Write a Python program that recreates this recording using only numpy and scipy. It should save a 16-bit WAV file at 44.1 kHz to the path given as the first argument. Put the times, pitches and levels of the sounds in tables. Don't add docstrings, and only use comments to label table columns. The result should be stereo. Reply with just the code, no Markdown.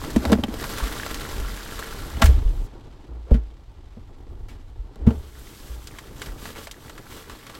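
import sys
import numpy as np
from scipy import signal
from scipy.fft import rfft, irfft, next_fast_len
from scipy.io import wavfile
from scipy.ndimage import map_coordinates

SR = 44100
rng = np.random.default_rng(int(sys.argv[2]) if len(sys.argv) > 2 else 0)


def transcribe(u):
    v = np.clip(np.atleast_2d(u).T, -1, 1)
    q = np.round(v * 32767).astype(np.int16)
    wavfile.write(sys.argv[1], SR, q)


N = 334719

# (time [s], level [dB])
RAIN_FADER = [(0, -37.5), (.3, -38.5), (.46, -48.5), (.6, -34), (.78, -32), (1.45, -37), (1.8, -36),
              (2.2, -40)]
# (time [s], roof level [dB], rumble level [dB])
BODY_FADERS = [(0, -33.5, -38.5), (.6, -38, -42), (1.1, -44.5, -41), (1.39, -38, -33), (1.58, -50.5, -48),
               (2.2, -39.5, -38), (2.85, -46.5, -48), (3.6, -54, -46), (4.42, -50.5, -39.5),
               (5.45, -52, -48), (6.25, -44.5, -49.5), (7.59, -51.5, -54.5)]
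# (time [s], level [dB], pitch [Hz], t60 [s])
ROCKING = [(0.16, -19.5, 64, 0.26), (.27, -18, 73.5, 0.48), (0.824, -13.5, 46.8, 0.21),
           (1.429, -25, 43, 0.65), (2.149, -14.5, 63.3, 0.13), (3.104, -29, 57.3, 1),
           (4.791, -23.5, 42.7, .3), (5.015, -23, 63, 0.77), (5.696, -28.5, 57.4, 0.44),
           (6.28, -28, 40.8, 0.36)]
# (time [s], ring level [dB], click level [dB], click tilt [dB/octave])
CAMERA_KNOCKS = [(.162, -5, -17.5, 3), (0.2525, -15.5, -12.5, -1), (.298, -16.5, -20.5, -4),
                 (.319, -3.5, -12, 1.5), (0.3291, -6.5, -6.5, -2), (.353, -13, -25, -6),
                 (.386, -14.5, -25, -7.5), (0.4366, -17.5, -15, -0.5), (0.483, -20, -31, 0),
                 (0.54, -36, -24.5, 2.5)]
# (start [s], end [s], final level [dB], pitch [Hz])
RUBBER_RUBS = [(0.209, 0.252, -34.5, 600), (0.266, 0.331, -25.5, 526), (2.194, 2.223, -26.5, 596),
               (3.241, 3.318, -43.5, 495), (4.949, 5.09, -40, 314)]
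# (time [s], level [dB], pitch [Hz], t60 [s])
HARD_CLINKS = [(0.4378, -13.5, 3080, 0.0087), (4.489, -59, 1640, 0.2), (4.49, -47, 2270, 0.061)]
# (time [s], panel [dB], trim [dB], latch [dB], crack t60 [s], crack tilt [dB/octave])
DOOR_HITS = [(2.169, -28, -52, -34, 0.039, -0.5), (2.2166, -10, -41, -19, 0.032, -1),
             (2.22, -20, -43, -6, 0.056, -3), (2.241, -28.5, -22, -20.5, 0.085, 5),
             (2.257, -34.5, -30.5, -18.5, 0.075, 3.5), (2.281, -36, -27, -37.5, 0.35, 4.5),
             (3.309, -10, -13.5, -45, 0.24, -1.5), (3.341, -11, -29, -36, 0.11, -2.5),
             (3.966, -30, -35, -62, .09, -8), (4.958, -38.5, -42, -39.5, 0.0087, 0.5),
             (5.0696, 0.5, -28, -34.5, 0.13, -4), (5.106, -21, -24, -36, .06, -5)]
# (time [s], level [dB], pitch [Hz], bodywork shudder [dB])
JOLTS = [(2.29, 3, 67.6, -31.5), (2.455, -1.5, 40.2, -43.5), (3.317, 4.5, 53.5, -34.5),
         (5.067, -0.5, 74, -27)]
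# (middle [s], length [s], swish level [dB], crumple level [dB])
TARP_PULLS = [(5.6, 0.45, -50, -52), (5.995, 0.14, -55, -49.5), (6.249, 0.13, -47.5, -44),
              (6.459, 0.099, -43.5, -41), (6.59, .055, -47, -38), (6.635, 0.046, -45, -50),
              (6.864, 0.1, -53.5, -50), (7.153, 0.13, -46.5, -44.5), (7.33, .09, -69, -45.5),
              (7.53, 0.18, -68, -44.5)]

# (time [s], level [dB], pitch [Hz])
TARP_DRIPS = [(.599, -29, 1390), (.641, -16, 1200), (.962, -24, 1400), (1.063, -16, 1230),
              (1.104, -23, 1626), (1.144, -16.5, 3460), (1.574, -26, 1330), (2.025, -33.5, 1390)]
CAR_BRUSH = [(4.485, -39, 2190)]
FOLD_SNAPS = [(5.548, -35, 2560), (5.872, -24.5, 3610), (5.986, -23, 1730), (6.218, -18, 2260),
              (6.261, -26.5, 3060), (6.455, -23, 1490), (6.559, -26, 1043), (6.671, -22, 1120),
              (6.712, -22, 4200), (6.896, -25, 1175), (6.978, -27.5, 1586), (7.297, -24, 1204),
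              (7.466, -27, 2550), (7.497, -27, 1340), (7.551, -28.5, 2100)]

# (pitch [Hz], level [dB], t60 [s])
MOUNT_MODES = [(209, 1.5, 0.032), (245.6, 1.5, 0.057), (319, -3, 0.026), (636, -18, 0.024)]
PANEL_MODES = [(124, -6.5, 0.097), (185, 0, 0.028), (235.5, -4.5, 0.092), (269, -21.5, .13),
               (464, -24.5, 0.086), (626, -34, 0.1)]
LATCH_MODES = [(649, -7.5, 0.083), (796, 0, 0.056), (1110, -2, .05), (1370, -3.5, 0.076),
               (1576, -13, 0.029), (2000, -8, 0.046), (3030, -10, 0.033), (4330, -9, 0.04),
               (7670, -19, .04)]
BOOM_MODES = [(75.8, -6, 0.37), (39.47, -16.5, 1.63), (60, -17, 0.89), (31.26, -19.5, 3.3)]

# (frequency [Hz], level [dB])
PATTER_EQ = [(150, -2.5), (250, -2), (480, -2), (650, -8), (1350, -3), (2200, -7.5), (4000, -7.5),
             (8000, -13.5), (16000, -15)]
SHUT_DOOR_EQ = [(300, -3.5), (900, 6.5), (1600, 1.5), (3800, 0.5), (6000, -6.5), (16000, -23)]
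ROOF_EQ = [(90, -0.5), (125, -0.5), (180, -10), (290, -4), (420, -8), (620, -15.5), (850, -13), (1500, -27),
           (4000, -55.5)]
RUMBLE_EQ = [(12, -16), (22, 7), (45, 4.5), (75, -1.5), (115, -7), (170, -36), (400, -54)]
PLASTIC_CLICK_EQ = [(120, -31), (330, 0.5), (600, -1), (1100, -9), (2000, -13.5), (4000, -15.5),
                    (8000, -25.5), (16000, -32.5)]
LATCH_CRACK_EQ = [(300, -33), (650, -14), (1500, -4.5), (3000, -8.5), (5000, -15), (10000, -21.5),
                  (16000, -23.5)]
SWISH_EQ = [(1300, -18), (2400, -12.5), (3400, -10), (6000, -11), (10000, -13.5), (16000, -12.5)]
CRUMPLE_EQ = [(60, 0.5), (105, 7), (170, 0), (260, -2), (500, 0.5), (700, -10.5), (1200, -2.5),
              (2000, -10.5), (3200, -6.5), (7000, -18)]
MICROPHONE_EQ = [(2000, 1.5), (2600, -0.5), (3100, 1.5), (6800, -0.5), (7350, 2), (7900, 1.5), (10700, -3),
                 (11600, 4), (12700, -3.5)]

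# (frequency [Hz], left-right correlation [-1..1])
STEREO_LIKENESS = [(40, 0.94), (290, 1), (640, 0.33), (1400, 0.12), (3000, -0.097), (15000, 0.012)]
# (frequency [Hz], t60 [s])
CABIN_DECAY = [(100, 0.27), (1000, 0.047), (10000, 0.035)]

SHUT_S, HUSH_S, OPEN_S = 2.22, 2.668, 5.07
AIR_ATTACK_S = 0.0055
TOP_HZ = 15950


def amp(db):
    return 10 ** (np.asarray(db) / 20)


def unit(x):
    return x / np.sqrt(np.mean(x ** 2) + 1e-20)


def along(points, hz):
    freqs, values = np.transpose(points)
    return np.interp(np.log(hz + 1), np.log(freqs + 1), values)


def tilted(eq, tilt):
    return lambda hz: amp(along(eq, hz) + tilt * np.log2(1 + hz / 1000))


def faders(rows):
    times, *columns = np.transpose(rows)
    return [np.interp(np.arange(N) / SR, times, column) for column in columns]


def wobble(rate):
    return map_coordinates(rng.standard_normal(2048), [np.arange(N) * rate / SR], mode="wrap")


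def filtered(x, response):
    n = x.shape[-1]
    padded = next_fast_len(n + 8192)
    return irfft(rfft(x, padded) * response(np.fft.rfftfreq(padded, 1 / SR)), padded)[..., :n]


def resonance(f, hz, width):
    return 1j * f * width / (hz * hz - f * f + 1j * f * width)


def add(track, s, sound):
    part = track[..., max(round(s * SR), 0):][..., :sound.shape[-1]]
    part += sound[..., :part.shape[-1]]


def spread(pair, colour):
    angle = lambda hz: np.arccos(np.clip(along(STEREO_LIKENESS, hz), -.99, .99)) / 2
    mid, side = filtered(pair, lambda hz: colour(hz) * np.array([np.cos(angle(hz)), np.sin(angle(hz))]))
    return unit(np.array([mid + side, mid - side]))


def shaped(pair, eq):
    return spread(pair, lambda hz: amp(along(eq, hz)))


def noise(size=N):
    return rng.standard_normal((2, size))


def burst(colour, t60):
    t = np.arange(SR // 3) / SR
    return spread(noise(len(t)), colour) * amp(-60 * t / t60)


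def ring(modes, attack):
    t = np.arange(SR // 2) / SR
    swing = sum((-1) ** k * amp(db + rng.normal() / 2 - 60 * t / t60) * np.sin(2 * np.pi * hz * t)
                for k, (hz, db, t60) in enumerate(modes))
    return swing * (1 - np.exp(-t / attack))


def drop_gain(size, spread_db):
    return amp(spread_db * np.minimum(-np.log(1 - size), 4))


def grains(count, cycles, spread_db, low_hz=200, high_hz=TOP_HZ):
    when, pitch, size, lag, pan = rng.random((count, 5)).T
    hz = (np.sqrt(low_hz) + pitch * (np.sqrt(high_hz) - np.sqrt(low_hz))) ** 2
    gain = drop_gain(size, spread_db) * hz ** (3 / 4)
    k = np.arange(256)
    phase = hz[:, None] * k / SR
    waves = gain[:, None] * np.sin(2 * np.pi * phase) * np.exp(-phase / cycles) * (1 - k / len(k))
    channels = []
    for delay, pan_gain in (10, np.sin(np.pi * pan)), (20 * lag, np.cos(np.pi * pan)):
        samples = (when * N + delay).astype(int)[:, None] + k
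        channels.append(np.bincount(samples.ravel(), (waves * pan_gain[:, None]).ravel(), N)[:N])
    return unit(np.array(channels))


def splats(count, life, spread_db):
    when, size = rng.random((count, 2)).T
    hits = np.bincount((when * N).astype(int), drop_gain(size, spread_db) ** 2, N)
    energy = signal.lfilter([1], [1, -np.exp(-2 / (life * SR))], hits)
    return unit(noise() * np.sqrt(energy))


def rain():
    t = np.arange(N) / SR
    spray = grains(count=12000, cycles=3.5, spread_db=2.5)
    spray += amp(3.5) * (splats(count=1300, life=0.0062, spread_db=3.5) + noise())
    plops = grains(count=600, cycles=3, spread_db=3.3, low_hz=950, high_hz=2100)
    outside = shaped(spray, PATTER_EQ) + amp(-8.5) * plops
    muffled = shaped(noise() + amp(-1) * splats(count=1000, life=.005, spread_db=-1), SHUT_DOOR_EQ)
    shut = np.clip((t - SHUT_S) / .03, 0, 1) * np.clip((OPEN_S - t) / 0.027, 0, 1)
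    opening_db, = faders(RAIN_FADER)
    reopened_db = -59.5 + 4 * (t - OPEN_S)
    open_db = np.where(t < HUSH_S, opening_db, reopened_db)
    settling_db = 22.5 * np.exp(-np.abs(t - SHUT_S) / 0.31)
    shut_db = -61 + settling_db + 0.38 * wobble(7.8)
    hiss = amp(-53.5) * (t < HUSH_S) * shaped(noise(), SWISH_EQ)
    return shut * (amp(shut_db) * muffled + hiss) + (1 - shut) * amp(open_db) * outside


def car_body():
    roof_db, rumble_db = faders(BODY_FADERS)
    roof = amp(roof_db + .5) * shaped(splats(count=2500, life=0.016, spread_db=4.0), ROOF_EQ)
    rumble = amp(rumble_db + 1.5 + 1.9 * wobble(22)) * shaped(noise(), RUMBLE_EQ)
    return roof + rumble


def cabin_reverb(x):
    hz, t, spectrum = signal.stft(noise(SR // 3), SR, nperseg=256)
    decay = amp(-60 * t / along(CABIN_DECAY, hz)[:, None])
    tail = signal.istft(spectrum * decay, SR, nperseg=256)[1]
    tail = filtered(tail / np.linalg.norm(tail[0]), lambda f: f / (f + 150))
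    predelayed = np.pad(x, ((0, 0), (SR // 300, 0)))
    return signal.fftconvolve(predelayed, tail, axes=1)[:, :N]


def cabin_air():
    out = slam_boom() + jolts()
    for s, db, hz, t60 in ROCKING:
        add(out, s, amp(db) * ring([(hz, 0, t60)], AIR_ATTACK_S))
    buffet = 0.31 * wobble(30)
    return out * np.array([1 + buffet, 1 - buffet])


def camera_knocks():
    out = np.zeros((2, N))
    for s, ring_db, click_db, tilt in CAMERA_KNOCKS:
        add(out, s, amp(ring_db) * ring(MOUNT_MODES, attack=0.0014))
        add(out, s, amp(click_db - 2.5) * burst(tilted(PLASTIC_CLICK_EQ, tilt), t60=0.036))
    return out


def rubs_and_clinks():
    out = np.zeros((2, N))
    for s, db, hz, t60 in HARD_CLINKS:
        add(out, s, amp(db) * ring([(hz, 0, t60)], attack=0.00017))
    for start, end, db, hz in RUBBER_RUBS:
        push = np.linspace(0, 1, max(round((end - start) * SR), 2))
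        slips = spread(noise(len(push)), lambda f: resonance(f, hz, 0.34 * hz) / (1 + f / 3000))
        add(out, start, amp(db) * push * slips)
    return out


def snaps(rows, t60):
    out = np.zeros((2, N))
    for s, db, hz in rows:
        colour = lambda f: resonance(f, hz, hz)
        tail = burst(colour, t60)
        front = amp(-4.5) * burst(colour, t60=0.011)
        add(out, s, amp(db - 8.0) * (front + tail))
    return out


def door_hits():
    out = np.zeros((2, N))
    soft_attack = 1 - np.exp(-np.arange(SR // 3) / SR / .004)
    for s, panel_db, trim_db, latch_db, t60, tilt in DOOR_HITS:
        add(out, s, amp(panel_db) * ring(PANEL_MODES, attack=0.0016))
        thud = burst(lambda f: resonance(f, 460, 340) ** 4, t60=0.063)
        add(out, s, amp(trim_db) * thud * soft_attack)
        crack = burst(tilted(LATCH_CRACK_EQ, tilt), t60)
        add(out, s, amp(latch_db - 0.5) * crack)
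        steel = amp(latch_db - 6.0) * ring(LATCH_MODES, attack=.0008)
        add(out[0], s, amp(-0.5) * steel)
        add(out[1], s + .0003, amp(-1.5) * steel)
    return out


def slam_boom():
    out = np.zeros((2, N))
    onset = SHUT_S + 0.0146
    add(out, onset, ring(BOOM_MODES, AIR_ATTACK_S))
    t = np.arange(SR) / SR
    shake_hz, shake_t60 = 95, 1
    shake = spread(noise(SR), lambda f: resonance(f, shake_hz, 0.44 * shake_hz) ** 3)
    envelope = amp(-22 - 60 * t / shake_t60) * (1 - np.exp(-t / AIR_ATTACK_S))
    add(out, onset, envelope * shake)
    return out * np.clip((HUSH_S - np.arange(N) / SR) / .01, 0, 1)


def jolts():
    out = np.zeros((2, N))
    for s, db, hz, shudder_db in JOLTS:
        add(out, s, amp(db) * ring([(hz, 0, 0.054)], AIR_ATTACK_S))
        add(out, s, amp(db - 13) * ring([(hz, 0, 0.35)], attack=0.024))
        add(out, s, amp(shudder_db) * burst(lambda f: amp(along(ROOF_EQ, f)), t60=0.35))
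    return out


def tarp_drag():
    t = np.arange(N) / SR
    swish_power, crumple_power = amp(-58) ** 2, amp(-56) ** 2
    for middle, length, swish_db, crumple_db in TARP_PULLS:
        swell = np.exp(-(2 * (t - middle) / length) ** 2)
        swish_power += amp(swish_db) ** 2 * swell
        crumple_power += amp(crumple_db) ** 2 * swell
    swish = shaped(grains(count=6000, cycles=1.2, spread_db=9.5) + amp(14) * noise(), SWISH_EQ)
    creases = grains(count=2000, cycles=2.0, spread_db=4.5, low_hz=840, high_hz=2330)
    crumple = shaped(splats(count=1800, life=0.012, spread_db=2.5), CRUMPLE_EQ) + amp(-8) * creases
    flutter = amp(2.5 + 0.95 * wobble(35))
    cloth = flutter * np.sqrt(swish_power) * swish + np.sqrt(crumple_power) * crumple
    return (t > OPEN_S) * cloth + snaps(FOLD_SNAPS, t60=.048)


def scene():
    near = camera_knocks() + rubs_and_clinks() + snaps(CAR_BRUSH, t60=0.3)
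    near += door_hits() + cabin_air() + tarp_drag()
    near += (rain() + snaps(TARP_DRIPS, t60=.033)) * amp([[.6], [-.6]])
    return near + amp(-9.5) * cabin_reverb(near) + car_body()


def record(dry):
    coloured = filtered(dry, lambda hz: amp(along(MICROPHONE_EQ, hz)))
    rounded = coloured / (1 + np.abs(coloured) ** 8) ** (1 / 8)
    return filtered(rounded, lambda hz: hz < TOP_HZ)


dry = scene()
out = record(dry)
transcribe(out)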